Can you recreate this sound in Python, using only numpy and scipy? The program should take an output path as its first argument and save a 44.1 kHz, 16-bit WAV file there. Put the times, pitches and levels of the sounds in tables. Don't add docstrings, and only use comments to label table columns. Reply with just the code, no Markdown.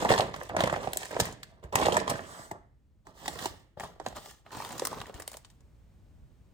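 import sys
import numpy as np
from scipy import signal
from scipy.fft import rfft, irfft, next_fast_len
from scipy.io import wavfile
from scipy.ndimage import uniform_filter1d, map_coordinates

SR = 44100
rng = np.random.default_rng(int(sys.argv[2]) if len(sys.argv) > 2 else 0)


def dump(signal):
    limited = np.clip(np.atleast_2d(signal).T, -1, 1)
    pcm = np.round(limited * 32767).astype(np.int16)
    wavfile.write(sys.argv[1], SR, pcm)


N = 288061
TOP_HZ = 16600
POP_DELAY_S = .0013

# start_s, rise_s, hold_s, flex_db, hiss_db
BAG_MOVES = [(0, 0.0011, 0.057, -30.5, -45), (.078, 0.024, 0.022, -22.5, -36),
             (.17, 0.011, 0.037, -29, -46), (.33, 0.0071, 0.13, -46, -56), (.492, 0.0091, 0.11, -37, -76.5),
             (.563, .03, 0.071, -31, -47.5), (.68, 0.055, 0.038, -33, -52),
             (.79, 0.048, 0.025, -36.5, -50.5), (.89, 0.13, 0.046, -48.5, -45),
             (1.08, 0.039, 0.086, -36, -51), (1.19, 0.008, 0.067, -37.5, -46),
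             (1.42, 0.0093, 0.056, -62.5, -67.5), (1.47, .05, .1, -60.5, -89.5),
             (1.627, 0.0043, 0.0053, -50.5, -70.5), (1.72, 0.013, 0.018, -32, -53.5),
             (1.745, 0.048, 0.087, -27.5, -40.5), (1.895, 0.045, 0.047, -27.5, -46.5),
             (2.065, .025, 0.022, -30, -44.5), (2.12, 0.025, 0.035, -44, -53.5),
             (2.18, .03, .06, -52, -58.5)]
# freq_hz, gain_db
BAG_SPECTRUM = [(100, -5), (250, -3.5), (400, -4), (620, -0.5), (1000, -4), (1400, -12.5), (1850, -10),
                (2200, -14.5), (3100, -15.5), (5500, -19.5), (8500, -22), (15000, -34)]


def bag_rustle():
    return handling(BAG_MOVES, BAG_SPECTRUM, flex_db=-2.5, crackle_db=-5.5, hiss_db=-3,
                    spike_db=6.5, clump_db=2.5)


# start_s, rise_s, hold_s, flex_db, hiss_db
FOIL_MOVES = [(4.445, 0.0184, 0.057, -55.5, -72), (4.514, 0.006, 0.04, -42.5, -52.5),
              (4.53, 0.065, 0.078, -43, -48.5), (4.67, 0.048, 0.098, -46, -52),
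              (4.8, 0.046, .03, -46.5, -50.5), (4.88, 0.034, 0.089, -44.5, -54.5),
              (5.04, 0.036, 0.022, -51, -63.5), (5.135, 0.014, 0.047, -49.5, -58.5),
              (5.25, .04, 0.065, -62.5, -58), (5.42, .03, 0.072, -75, -74.5)]
# freq_hz, gain_db
FOIL_SPECTRUM = [(150, -3.5), (300, -3.5), (500, -4), (750, -4.5), (1100, -2.5), (1600, -12), (1850, -11.5),
                 (2600, -14.5), (3200, -13), (7000, -13.5), (15000, -18)]


def foil_rustle():
    return handling(FOIL_MOVES, FOIL_SPECTRUM, flex_db=-1, crackle_db=-3.8, hiss_db=-2,
                    spike_db=6, clump_db=1.5)


# start_s, pop_db, crack_db, tick_db, pop_hz, crack_hz, tick_hz, length_s
BIG_CREASES = [(0.022, -31.5, -38.5, -54.5, 920, 1900, 7160, 0.0022),
               (0.056, -32.5, -35, -47, 650, 1730, 6390, .002),
               (0.0898, -38, -26.5, -38.5, 860, 2320, 6800, .004),
               (0.103, -18.5, -28, -39.5, 580, 1970, 7150, .003),
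               (.115, -24, -29, -38.5, 690, 2600, 6970, .003),
               (0.1221, -29, -29, -39, 600, 3030, 6500, .002),
               (0.137, -31, -29, -42.5, 890, 2690, 6390, .002),
               (0.144, -28, -39, -50.5, 600, 1900, 6500, .002),
               (.178, -27, -31, -34, 910, 3240, 5890, 0.0019),
               (0.186, -42.5, -32, -35.5, 890, 2980, 6603, .003),
               (0.196, -19.5, -38, -51.5, 746, 2110, 6290, .002),
               (0.206, -29.5, -28.5, -38, 850, 3260, 5573, .0009),
               (0.34, -34.5, -39.5, -50.5, 1010, 2800, 5500, .003),
               (0.361, -46.5, -45, -49.5, 690, 1700, 6860, .003),
               (0.412, -38.5, -41.5, -66, 670, 1580, 5720, .003),
               (0.423, -39.5, -65, -69, 600, 1700, 6240, .002),
               (0.432, -52.5, -61, -48.5, 750, 2000, 8650, .002),
               (0.4915, -64, -50, -50.5, 650, 2600, 8980, .001),
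               (0.495, -36, -42, -60, 650, 1510, 5800, .003),
               (0.5024, -45.5, -42, -65.5, 620, 1500, 5670, .002),
               (0.5474, -33, -49.5, -71, 630, 1500, 6000, .002),
               (0.565, -23.5, -28, -37.5, 750, 1940, 5644, 0.0013),
               (0.59, -30, -36.5, -55, 960, 1900, 7010, 0.0022),
               (0.6046, -23.5, -26.5, -35.5, 675, 1800, 7940, 0.0033),
               (0.6367, -24.5, -27, -34.5, 560, 2000, 6006, 0.0015),
               (0.657, -38.5, -39, -48.5, 750, 2210, 6605, 0.0022),
               (0.6728, -24.5, -33, -41, 690, 1900, 5970, .002),
               (0.621, -37, -39.5, -50, 750, 1850, 7000, .004),
               (0.6964, -33, -32.5, -45.5, 855, 1900, 5600, .003),
               (0.7253, -28, -37.5, -46.5, 650, 2040, 6955, 0.0037),
               (0.7388, -32, -30.5, -51, 770, 1830, 6007, .0025),
               (0.761, -32.5, -39, -55, 780, 1730, 7200, .003),
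               (0.777, -36.5, -50.5, -62, 510, 1500, 6970, 0.0018),
               (0.829, -47.5, -51, -52.5, 900, 2200, 7440, 0.0025),
               (.872, -29, -42, -54, 680, 2110, 6480, .0044),
               (0.9325, -40, -36, -33.5, 624, 3200, 10500, 0.00071),
               (0.959, -37.5, -62, -58.5, 610, 2600, 8560, .001),
               (0.9712, -44.5, -38, -27.5, 700, 3120, 10500, .0004),
               (1.0155, -42.5, -58, -48.5, 700, 1600, 7690, .002),
               (1.031, -40, -41, -48, 725, 2500, 9020, .002),
               (1.054, -49.5, -46.5, -45, 900, 2400, 8000, .0008),
               (1.108, -39.5, -53, -51, 600, 1700, 11070, .002),
               (1.127, -37.5, -60, -58.5, 600, 2300, 8670, .002),
               (1.1643, -26.5, -38.5, -49, 650, 1690, 5960, .002),
               (1.191, -30.5, -48.5, -54.5, 480, 2000, 7000, .002),
               (1.1986, -28, -34.5, -29, 800, 2300, 6470, 0.00091),
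               (1.201, -25.5, -25.5, -23.5, 664, 3300, 6500, .004),
               (1.253, -39.5, -38.5, -40, 1010, 2340, 8470, .0047),
               (1.324, -56.5, -56, -48.5, 600, 2780, 7045, .003),
               (1.4304, -74.5, -40.5, -47, 910, 3060, 7610, 0.0028),
               (1.637, -46, -54.5, -58, 620, 1800, 7400, .005),
               (1.725, -36, -48.5, -48.5, 640, 1700, 7100, .005),
               (1.755, -20.5, -23.5, -23.5, 750, 2200, 8170, .0013),
               (1.798, -30, -46, -46, 810, 1600, 7500, .002),
               (1.813, -28.5, -34, -41, 790, 2780, 7500, 0.0048),
               (1.854, -33, -32.5, -43, 700, 3000, 6030, .004),
               (1.858, -28.5, -31.5, -35, 690, 3200, 6500, .0015),
               (1.8658, -21.5, -32, -42, 620, 2900, 7000, .0015),
               (1.883, -20, -43, -45.5, 660, 2490, 7564, .002),
               (1.922, -34.5, -31, -38.5, 633, 2920, 7660, 0.0028),
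               (1.9272, -32, -47, -42.5, 705, 1900, 7880, .002),
               (1.9423, -30, -40, -40.5, 630, 2430, 6146, 0.0014),
               (1.967, -25, -26, -29.5, 840, 1890, 7390, 0.0027),
               (1.977, -27, -39, -49.5, 605, 1620, 6700, .002),
               (1.999, -54, -41.5, -40.5, 980, 2500, 6234, .0025),
               (2.077, -31, -37, -43, 1030, 3130, 5565, .003),
               (2.0975, -35.5, -40, -29, 830, 1800, 7650, .003),
               (2.103, -30, -49, -40.5, 860, 1500, 6915, .004),
               (2.156, -46, -42, -53.5, 597, 1600, 6700, .002),
               (2.191, -36.5, -47, -60, 915, 1930, 6610, 0.0034),
               (3.797, -38, -42.5, -48, 790, 1930, 7000, 0.0022),
               (3.805, -40, -46.5, -53, 890, 2520, 9880, .002),
               (3.834, -44.5, -46, -48.5, 810, 3020, 6990, .012),
               (3.9983, -37, -50.5, -54, 660, 1900, 5760, 0.0015),
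               (4.0133, -43, -63, -75, 577, 1900, 6700, 0.0011),
               (4.0622, -32, -37, -44, 667, 2380, 6640, .0018),
               (4.077, -48, -52, -61, 684, 2800, 7990, .002),
               (4.0844, -58, -56, -47.5, 700, 3200, 6960, .0006),
               (4.126, -47.5, -60, -68, 680, 2500, 8020, .002),
               (4.166, -39.5, -47.5, -50, 850, 2170, 7670, 0.0057),
               (4.258, -50.5, -51.5, -61.5, 780, 2300, 5890, .002),
               (4.31, -58, -59, -55, 700, 2400, 10630, 0.00059),
               (4.4625, -47.5, -56, -74.5, 700, 1830, 9010, .0026),
               (4.506, -51.5, -56, -66.5, 1100, 2200, 7000, .001),
               (4.57, -46.5, -61, -49.5, 910, 2100, 9700, .001),
               (4.601, -37, -53, -51.5, 960, 1900, 7300, .002),
               (4.62, -38, -58, -62.5, 980, 2600, 7010, 0.0018),
               (4.648, -47, -43, -47, 1070, 3120, 10520, .0012),
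               (4.69, -53, -55, -49, 1050, 2500, 8680, .001), (4.706, -44, -48, -55, 990, 2492, 7670, .001),
               (4.72, -51, -53, -47, 850, 4100, 8060, .001),
               (4.7264, -50, -48.5, -47.5, 850, 3020, 10280, 0.00082),
               (4.78, -55.5, -52, -42, 700, 2900, 9000, .002),
               (4.7952, -40, -44, -34, 980, 3670, 6280, .001),
               (4.819, -28, -47, -46.5, 636, 1700, 7130, 0.0044),
               (4.851, -34.5, -40.5, -28.5, 1010, 2300, 8800, .002),
               (4.87, -39, -42, -31, 1080, 4200, 10530, .0014),
               (4.9115, -45, -65.5, -53, 800, 2900, 6030, .001),
               (4.928, -35.5, -54, -49, 940, 1800, 8970, .001),
               (5.002, -65.5, -45, -57, 800, 3600, 7470, .001),
               (5.014, -39, -41.5, -48, 940, 2500, 6200, .0012),
               (5.057, -67, -53.5, -65, 700, 2620, 6910, 0.00089),
               (5.0673, -70, -53, -54, 900, 3495, 8160, .001),
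               (5.08, -46.5, -61, -68.5, 550, 2400, 7320, .002),
               (5.0948, -42.5, -55, -69.5, 577, 2300, 8590, 0.00088),
               (5.141, -58, -54.5, -51.5, 850, 2400, 6090, .003),
               (5.198, -43, -46.5, -43.5, 526, 2020, 8570, .0032),
               (5.22, -48, -50.5, -45, 950, 2000, 8500, 0.0027),
               (5.277, -45, -46.5, -35.5, 760, 3380, 9240, .001),
               (5.316, -51, -60, -47, 800, 4380, 9350, 0.0011),
               (5.331, -58, -57, -51, 800, 2000, 9380, .0008),
               (5.341, -52, -50, -54, 950, 3450, 8490, .001),
               (5.346, -47.5, -64, -62, 714, 2990, 8000, 0.00082),
               (5.369, -51.5, -52, -44, 750, 3400, 9390, .0014),
               (5.447, -56.5, -54.5, -53.5, 1196, 3640, 6170, .003),
               (5.5, -71, -64, -61, 900, 3040, 7870, .005),
               (5.606, -75, -75.5, -68.5, 900, 3000, 7900, .0011)]


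def buckles():
    start_s, level_db, pitch_hz = np.vstack([
        [(s + POP_DELAY_S, pop_db, pop_hz) for s, pop_db, _, _, pop_hz, *_ in BIG_CREASES],
        dimples(BAG_MOVES, per_s=26, pop_db=-13, spread_db=3, low_hz=373, octaves=1.8),
        dimples(BRUSH_MOVES, per_s=9.8, pop_db=-11, spread_db=-1, low_hz=730, octaves=.48),
        dimples(FOIL_MOVES, per_s=24, pop_db=-10, spread_db=2.5, low_hz=437, octaves=1.4)]).T
    pops = avalanches(start_s, level_db, pitch_hz, length_s=.0036, count=6, spread=.3,
                      first_db=4, cycles=.85, stray_s=.00004, pan_share=1.15)
    return amp(-1) * coloured(pops, lambda hz: band(hz, 310, 1550))


def dimples(moves, per_s, pop_db, spread_db, low_hz, octaves):
    start_s, size, pitch = moments(moves, per_s)
    level_db = effort(moves, start_s)[0] + pop_db + spread_db * size ** 2
    return np.transpose([start_s, level_db, low_hz * 2 ** (octaves * pitch)])


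# freq_hz, gain_db
CRACK_SPECTRUM = [(500, -16.5), (1000, -4), (1400, -4), (1830, 4), (2300, -6), (3280, -1.5), (4600, -1.5),
                  (7000, -11.5)]


def snaps(rows):
    start_s, _, crack_db, tick_db, _, crack_hz, tick_hz, length_s = np.transpose(rows)
    ticks = avalanches(start_s, tick_db, tick_hz, length_s + .00037, count=18, spread=.35,
                       first_db=2, cycles=1.1, stray_s=.0001, pan_share=.11, build_s=.0017)
    cracks = avalanches(start_s, crack_db, crack_hz, length_s + .0006, count=14, spread=.33,
                        first_db=1.5, cycles=.9, stray_s=.00006, pan_share=.29, build_s=.00071)
    return (amp(-.64) * coloured(ticks, lambda hz: band(hz, 4300, 17000))
            + amp(-.02) * shaped(cracks, CRACK_SPECTRUM))


def crunches(moves, per_s, crunch_db):
    start_s, size, pitch = moments(moves, per_s)
    level_db = effort(moves, start_s)[1] + crunch_db + 6 * size ** 2
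    runs = avalanches(start_s, level_db, 1600 + 2000 * pitch ** 2, length_s=.004, count=8, spread=.2,
                      first_db=.5, cycles=1.2, stray_s=.0001, pan_share=.45)
    return shaped(runs, CRACK_SPECTRUM)


def crinkles(moves, per_s, tick_db, crack_db):
    start_s, size, pitch = moments(moves, per_s)
    _, crackle_db, hiss_db = effort(moves, start_s)
    size_db, tick_hz = 11 * size ** 3, 5500 + 5500 * pitch
    ticks = avalanches(start_s, hiss_db + size_db + tick_db, tick_hz, length_s=.0007, count=4,
                       spread=.28, first_db=4, cycles=.8, stray_s=.0001, pan_share=.1)
    cracks = avalanches(start_s, crackle_db + size_db + crack_db, tick_hz / 3, length_s=.0007, count=3,
                        spread=.47, first_db=7.5, cycles=.53, stray_s=.0001, pan_share=.3)
    return coloured(ticks + cracks, lambda hz: band(hz, 1100, 16000))


# start_s, tock_db, crack_db, tick_db, tock_hz, crack_hz, tick_hz, length_s
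CUP_KNOCKS = [(2.391, -44, -53, -58, 715, 1680, 7480, 0.0027),
              (2.512, -32, -45.5, -47.5, 850, 2100, 7935, .002),
              (3.068, -50.5, -54, -59.5, 913, 1450, 7180, 0.0022),
              (3.257, -42, -41, -46, 930, 2530, 5500, .004),
              (3.279, -31, -32.5, -34.5, 753, 2730, 7750, 0.0025),
              (3.356, -46, -45.5, -56, 1040, 1493, 6420, 0.0028),
              (3.388, -45, -41.5, -42.5, 734, 3040, 8980, 0.0049),
              (3.456, -30, -35, -34.5, 827, 2860, 7360, 0.004)]
# pitch_ratio, level_db, life_cycles
CUP_RING = [(.42, -8, 1.2), (0.801, -10.5, 3), (1, -3, 1.5), (1.14, -12, 4), (2.1, -22.5, 3.3)]


def cup_tocks():
    start_s, tock_db, _, _, tock_hz, *_ = np.transpose(CUP_KNOCKS)[:, :, None]
    ratio, mode_db, cycles = np.transpose(CUP_RING)
    size = amp(tock_db + mode_db + 1.38 * rng.standard_normal((len(CUP_KNOCKS), len(ratio))))
    rings = facets(np.repeat(start_s + POP_DELAY_S, len(ratio)), size.ravel(), (tock_hz * ratio).ravel(),
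                   np.tile(cycles, len(CUP_KNOCKS)), stray_s=.00004, pan_share=.59)
    return coloured(rings, lambda hz: band(hz, 253, 2800))


# start_s, level_db, pitch_hz
TABLE_THUMPS = [(0.104, -25, 125), (0.189, -32.5, 128), (0.57, -36, 161), (0.635, -29.5, 148),
                (0.728, -35, 135), (0.878, -35, 220.7), (1.207, -30.5, 201), (1.213, -31, 95.1),
                (1.644, -37, 64), (1.749, -32, 88.3), (1.869, -36, 190), (2.096, -38, 104.6),
                (2.143, -36.5, 88), (2.396, -49, 141), (2.517, -43.5, 130.7), (3.465, -46, 101),
                (3.501, -43, 71.7), (4.072, -42, 196), (4.999, -43, 104), (5.145, -38.5, 72.6)]


def thumps():
    start_s, level_db, pitch_hz = np.transpose(TABLE_THUMPS)
    swings = avalanches(start_s, level_db, pitch_hz, length_s=.012, count=3, spread=.37,
                        first_db=7, cycles=.44, stray_s=.00003, pan_share=.54)
    return amp(1.5) * coloured(swings, lambda hz: band(hz, 53, 290))


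# start_s, rise_s, hold_s, flex_db, hiss_db
BRUSH_MOVES = [(2.508, 0.0067, .02, -45.5, -96.5), (3.045, 0.029, .015, -54, -70),
               (3.13, 0.18, 0.03, -44, -51), (3.34, 0.04, .02, -41.5, -52.5),
               (3.39, 0.041, 0.014, -41.5, -44.5), (3.49, 0.022, 0.09, -62, -70.5),
               (3.769, 0.0064, .022, -45, -70), (3.797, 0.0027, 0.042, -42, -56),
               (3.885, .012, 0.017, -65, -73.5), (3.995, 0.0064, 0.012, -58, -69),
               (4.03, 0.034, 0.041, -48.5, -61), (4.145, 0.015, .012, -45, -50.5),
               (4.19, 0.065, 0.045, -55.5, -55)]
# freq_hz, gain_db
BRUSH_SPECTRUM = [(150, -2), (300, -6.5), (450, -5.5), (620, -2), (850, -3.5), (1050, -6), (1170, -6),
                  (1550, -15), (1830, -12), (2100, -18.5), (2400, -22), (3100, -14), (6000, -19),
                  (15000, -26.5)]


def brushing():
    return hollows(handling(BRUSH_MOVES, BRUSH_SPECTRUM, flex_db=-2.5, crackle_db=-3.5, hiss_db=.04,
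                            spike_db=4.5, clump_db=2))


# start_s, rise_s, hold_s, flex_db, hiss_db
SLIDE_MOVES = [(2.22, 0.091, .14, -49.5, -53.5)]
# freq_hz, gain_db
SLIDE_SPECTRUM = [(150, -3.5), (300, -6), (650, -0.5), (950, -0.5), (1400, -3), (1900, -7), (2600, -22.5),
                  (3200, -14), (7400, -15.5), (7950, -8), (8500, -15), (11000, -19), (15000, -27)]


def cup_slide():
    return handling(SLIDE_MOVES, SLIDE_SPECTRUM, flex_db=-2, crackle_db=-3.5, hiss_db=-.5,
                    spike_db=1.5, clump_db=.1)


def handling(moves, spectrum, flex_db, crackle_db, hiss_db, spike_db, clump_db):
    flex = rustle(spectrum, (67, 1400), spike_db, clump_db + 1, clump_hz=110, diffuse=.33, pan_share=1)
    crackle = rustle(spectrum, (1500, 4900), spike_db, clump_db, clump_hz=140, diffuse=1, pan_share=.83)
    hiss = rustle(spectrum, (5000, 24000), spike_db, clump_db, clump_hz=270, diffuse=5.2, pan_share=.29)
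    gain = amp(effort(moves, np.arange(N) / SR))
    return gain[0] * amp(flex_db) * flex + gain[1] * amp(crackle_db) * crackle + gain[2] * amp(hiss_db) * hiss


def effort(moves, at_s):
    grid_s = np.arange(0, N, 32) / SR
    start_s, rise_s, hold_s, flex_db, hiss_db = np.transpose(moves)[:, :, None]
    past_peak_s = grid_s - start_s - rise_s
    swell_db = 20 * np.log10(np.clip(1 + past_peak_s / rise_s, 1e-6, 1))
    sag_db = 9.5 * np.maximum(past_peak_s, 0)
    released_s = np.maximum(past_peak_s - hold_s, 0)

    def total_db(peak_db, release_db_per_s):
        power = amp(peak_db + swell_db - sag_db - release_db_per_s * released_s) ** 2
        return np.interp(at_s, grid_s, 10 * np.log10(power.sum(axis=0) + 1e-12))

    flex, hiss = total_db(flex_db, 161.5), total_db(hiss_db, 187.5)
    return flex, flex + .56 * (hiss - flex), hiss


def moments(moves, per_s):
    start_s, end_s = moves[0][0], sum(moves[-1][:3])
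    when, size, pitch = rng.random((int(per_s * (end_s - start_s)), 3)).T
    return start_s + (end_s - start_s) * when, size, pitch


# time_s, right_lead_s, left_minus_right_db
HAND_PLACE = [(0, .00028, -2.5), (1.0, .00027, -4), (1.25, .00022, -2), (1.8, .00031, -4),
              (2.5, .00033, -3), (3.45, .00023, -5.5), (3.8, .0001, 3), (4.04, .00014, -4.5),
              (4.2, -.00004, -0.5), (4.6, .00003, -1.5), (5.1, .00001, -0.1)]


def rustle(spectrum, band_hz, spike_db, clump_db, clump_hz, diffuse, pan_share):
    lead_s, pan_db = curves(HAND_PLACE, np.arange(N) / SR)
    slips = rng.standard_normal((3, N))
    slips *= amp(spike_db * rng.standard_normal(N) + clump_db * wobble(clump_hz))
    direct, *scattered = coloured(slips, lambda hz: amp(along(spectrum, hz)) * band(hz, *band_hz, order=4))
    pair = []
    for side, scatter in zip((1, -1), scattered):
        arrival = map_coordinates(direct, [np.arange(N) - side * lead_s * SR / 2], order=2)
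        pair.append(amp(side * pan_share * pan_db / 2) * (arrival + diffuse * scatter))
    return bending(np.array(pair), depth_db=2)


def bending(x, depth_db):
    frames = signal.stft(x, nperseg=256)[2]
    drift = uniform_filter1d(rng.standard_normal(frames.shape[1:]), size=2, axis=0)
    drift = unit(uniform_filter1d(drift, size=16, axis=1))
    return unit(signal.istft(frames * amp(depth_db * drift), nperseg=256)[1][:, :N])


def avalanches(start_s, level_db, pitch_hz, length_s, count, spread, first_db, cycles,
               stray_s, pan_share, build_s=None):
    jitter, scatter, detune = rng.standard_normal((len(start_s), 3, count)).swapaxes(0, 1)
    progress = np.maximum(np.arange(count) + np.clip(jitter / 2, -1, 1), 0) / count
    progress[:, 0] = 0
    delay_s = np.reshape(length_s, (-1, 1)) * (1.6 * progress + 2.4 * progress ** 4)
    gather_db = 15.5 * np.minimum(delay_s / build_s, 1) if build_s else 0
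    size = amp(2 * scatter - 15 * progress + gather_db + first_db * (np.arange(count) == 0))
    size *= (amp(level_db) / np.linalg.norm(size, axis=1))[:, None]
    detune[:, 0] /= 4
    facet_hz = np.minimum(pitch_hz[:, None] * np.exp(spread * np.clip(detune, -2, 2)), TOP_HZ)
    flip_s = start_s[:, None] + delay_s
    return facets(flip_s.ravel(), size.ravel(), facet_hz.ravel(), cycles, stray_s, pan_share)


def facets(start_s, size, pitch_hz, cycles, stray_s, pan_share):
    lead_s, pan_db = curves(HAND_PLACE, start_s)
    chance = rng.standard_normal((len(start_s), 2))
    lead_s += stray_s * chance[:, 0]
    phase = 2 * np.pi * chance[:, 1:]
    life_s = cycles / pitch_hz
    index = (start_s * SR).astype(int)[:, None] + np.arange(-20, int(2 * np.pi * life_s.max() * SR))
    pair = []
    for side in (1, -1):
        t = np.maximum(index / SR - (start_s + side * lead_s / 2)[:, None], 0)
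        decay = np.exp(-t / life_s[:, None])
        ring = (1 - decay) * decay * np.sin(2 * np.pi * pitch_hz[:, None] * t + phase)
        rms = np.sqrt(np.sum(ring ** 2, axis=1) / (.01 * SR))
        ring *= (size * amp(side * pan_share * pan_db / 2) / rms)[:, None]
        pair.append(np.bincount(np.maximum(index, 0).ravel(), ring.ravel(), N)[:N])
    return np.array(pair)


# pitch_hz, width_hz, boost_db
HOLLOW_MODES = [(600, 33, 0), (850, 51, 0.5), (1170, 53, 2), (1800, 270, 1), (5060, 250, 0),
                (7400, 130, 2.5)]


def hollows(x):
    return coloured(x, lambda hz: amp(sum(boost_db / (1 + (2 * (hz - pitch_hz) / width_hz) ** 2)
                                          for pitch_hz, width_hz, boost_db in HOLLOW_MODES)))


def walls(x, early_db, fade_s):
    hop = SR // 8
    t = np.arange(SR // 25) / SR
    window = np.sqrt(np.hanning(2 * hop))
    padded = np.pad(x, ((0, 0), (hop, 3 * hop)))
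    echoes = np.zeros_like(padded)
    for at in range(0, N + hop, hop):
        paths = rng.standard_normal((2, len(t))) ** 3 * (t > .001) * np.exp(-t / fade_s)
        paths = unit(paths) / np.sqrt(len(t))
        piece = signal.fftconvolve(padded[:, at:at + 2 * hop] * window, paths, axes=1)
        echoes[:, at:at + piece.shape[1]] += piece
    return amp(early_db) * echoes[:, hop:hop + N]


# freq_hz, t60_s
ROOM_DECAY = [(100, 0.77), (600, 0.45), (1000, 0.35), (2000, 0.58), (3500, 0.46), (8000, 0.25),
              (16000, 0.079)]


def room(x, tail_db):
    hz, t, frames = signal.stft(rng.standard_normal((2, SR // 2)), SR, nperseg=256)
    shared = amp(-9.9 * (hz[:, None] / 500) ** 2)
    frames = shared * frames[0] + np.sqrt(1 - shared ** 2) * frames[::-1]
    tail = signal.istft(frames * amp(-60 * t / along(ROOM_DECAY, hz)[:, None]), SR, nperseg=256)[1]
    t = np.arange(tail.shape[1]) / SR
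    tail *= 1 - np.exp(-t / .0074)
    return signal.fftconvolve(x, amp(tail_db) * unit(tail) / np.sqrt(len(t)), axes=1)[:, :N]


# time_s, level_db
RUMBLE_LEVEL = [(0, -53.5), (1.5, -60.5), (2.9, -64.5), (3.8, -65), (4.1, -57), (4.5, -69), (5.5, -60),
                (6.2, -56.5), (6.53, -59)]
AIR_LEVEL = [(0, -82.5), (5.1, -76), (5.6, -70), (6.53, -70)]
# freq_hz, gain_db
RUMBLE_SPECTRUM = [(20, -24.5), (35, -8.5), (55, 3), (80, -4.5), (130, -8), (200, -16), (320, -24),
                   (600, -40), (1500, -66)]
AIR_SPECTRUM = [(100, 1.5), (300, 3), (600, -0.5), (1200, -8.5), (3000, -15), (7000, -20.5), (15000, -23)]


def background(rumble_gain_db):
    t = np.arange(N) / SR
    (rumble_db,), (air_db,) = curves(RUMBLE_LEVEL, t), curves(AIR_LEVEL, t)
    rumble = shaped(rng.standard_normal(N) + .6 * rng.standard_normal((2, N)), RUMBLE_SPECTRUM)
    air = shaped(rng.standard_normal(N) + rng.standard_normal((2, N)), AIR_SPECTRUM)
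    return amp(rumble_db + rumble_gain_db) * unit(rumble) + amp(air_db) * unit(air)


def amp(db):
    return 10 ** (np.asarray(db) / 20)


def unit(x):
    return x / np.sqrt(np.mean(x ** 2) + 1e-20)


def along(points, hz):
    freq_hz, value = np.transpose(points)
    return np.interp(np.log(hz + 1), np.log(freq_hz + 1), value)


def curves(rows, at):
    axis, *columns = np.transpose(rows)
    return [np.interp(at, axis, column) for column in columns]


def wobble(knots_per_s):
    knots = rng.standard_normal(int(N * knots_per_s / SR) + 4)
    return map_coordinates(knots, [np.arange(N) * knots_per_s / SR], order=2)


def band(hz, low_hz, high_hz, order=2):
    return ((1 + (low_hz / (hz + 1)) ** (2 * order)) * (1 + (hz / high_hz) ** (2 * order))) ** -.5


def coloured(x, gain):
    size = 2 * next_fast_len(N // 2 + SR // 8)
    cepstrum = irfft(np.log(np.maximum(gain(np.fft.rfftfreq(size, 1 / SR)), 1e-6)))
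    cepstrum[1:size // 2] *= 2
    cepstrum[size // 2 + 1:] = 0
    return irfft(rfft(x, size) * np.exp(rfft(cepstrum)), size)[..., :N]


def shaped(x, spectrum):
    return coloured(x, lambda hz: amp(along(spectrum, hz)))


def scene():
    sheets = bag_rustle() + foil_rustle() + brushing()
    wrinkles = (crinkles(BAG_MOVES, per_s=44, tick_db=-11.5, crack_db=-14.5)
                + crunches(BAG_MOVES, per_s=45, crunch_db=-9.5)
                + crinkles(FOIL_MOVES, per_s=63, tick_db=-13, crack_db=-15))
    table = cup_tocks() + cup_slide() + thumps()
    near = hollows(sheets + wrinkles + snaps(BIG_CREASES + CUP_KNOCKS) + buckles() + table)
    echoes = walls(near, early_db=-8.5, fade_s=.0075) + room(near, tail_db=-17)
    return near + echoes + background(rumble_gain_db=1.5)


# freq_hz, common_share, left_lead_rad
STEREO_IMAGE = [(5500, 0, 0.5), (6700, 0.5, 0.66), (8200, 0.5, 0.4), (9650, 0.96, 1.89), (10770, 1, 3),
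                (14660, 1, 5.7), (14100, 1, 5.5), (16000, 1, 8.5)]


def record(dry):
    size = next_fast_len(N + SR // 2)
    hz = np.fft.rfftfreq(size, 1 / SR)
    left, right = rfft(dry, size)
    common, lead_rad = curves(STEREO_IMAGE, hz)
    common = np.clip(common, 0, 1)
    right = common * left + np.sqrt(1 - common ** 2) * right
    turn = np.exp(.5j * lead_rad)
    return irfft(np.array([left * turn, right / turn]) * (hz < TOP_HZ), size)[:, :N]


dry = scene()
out = record(dry)
dump(out)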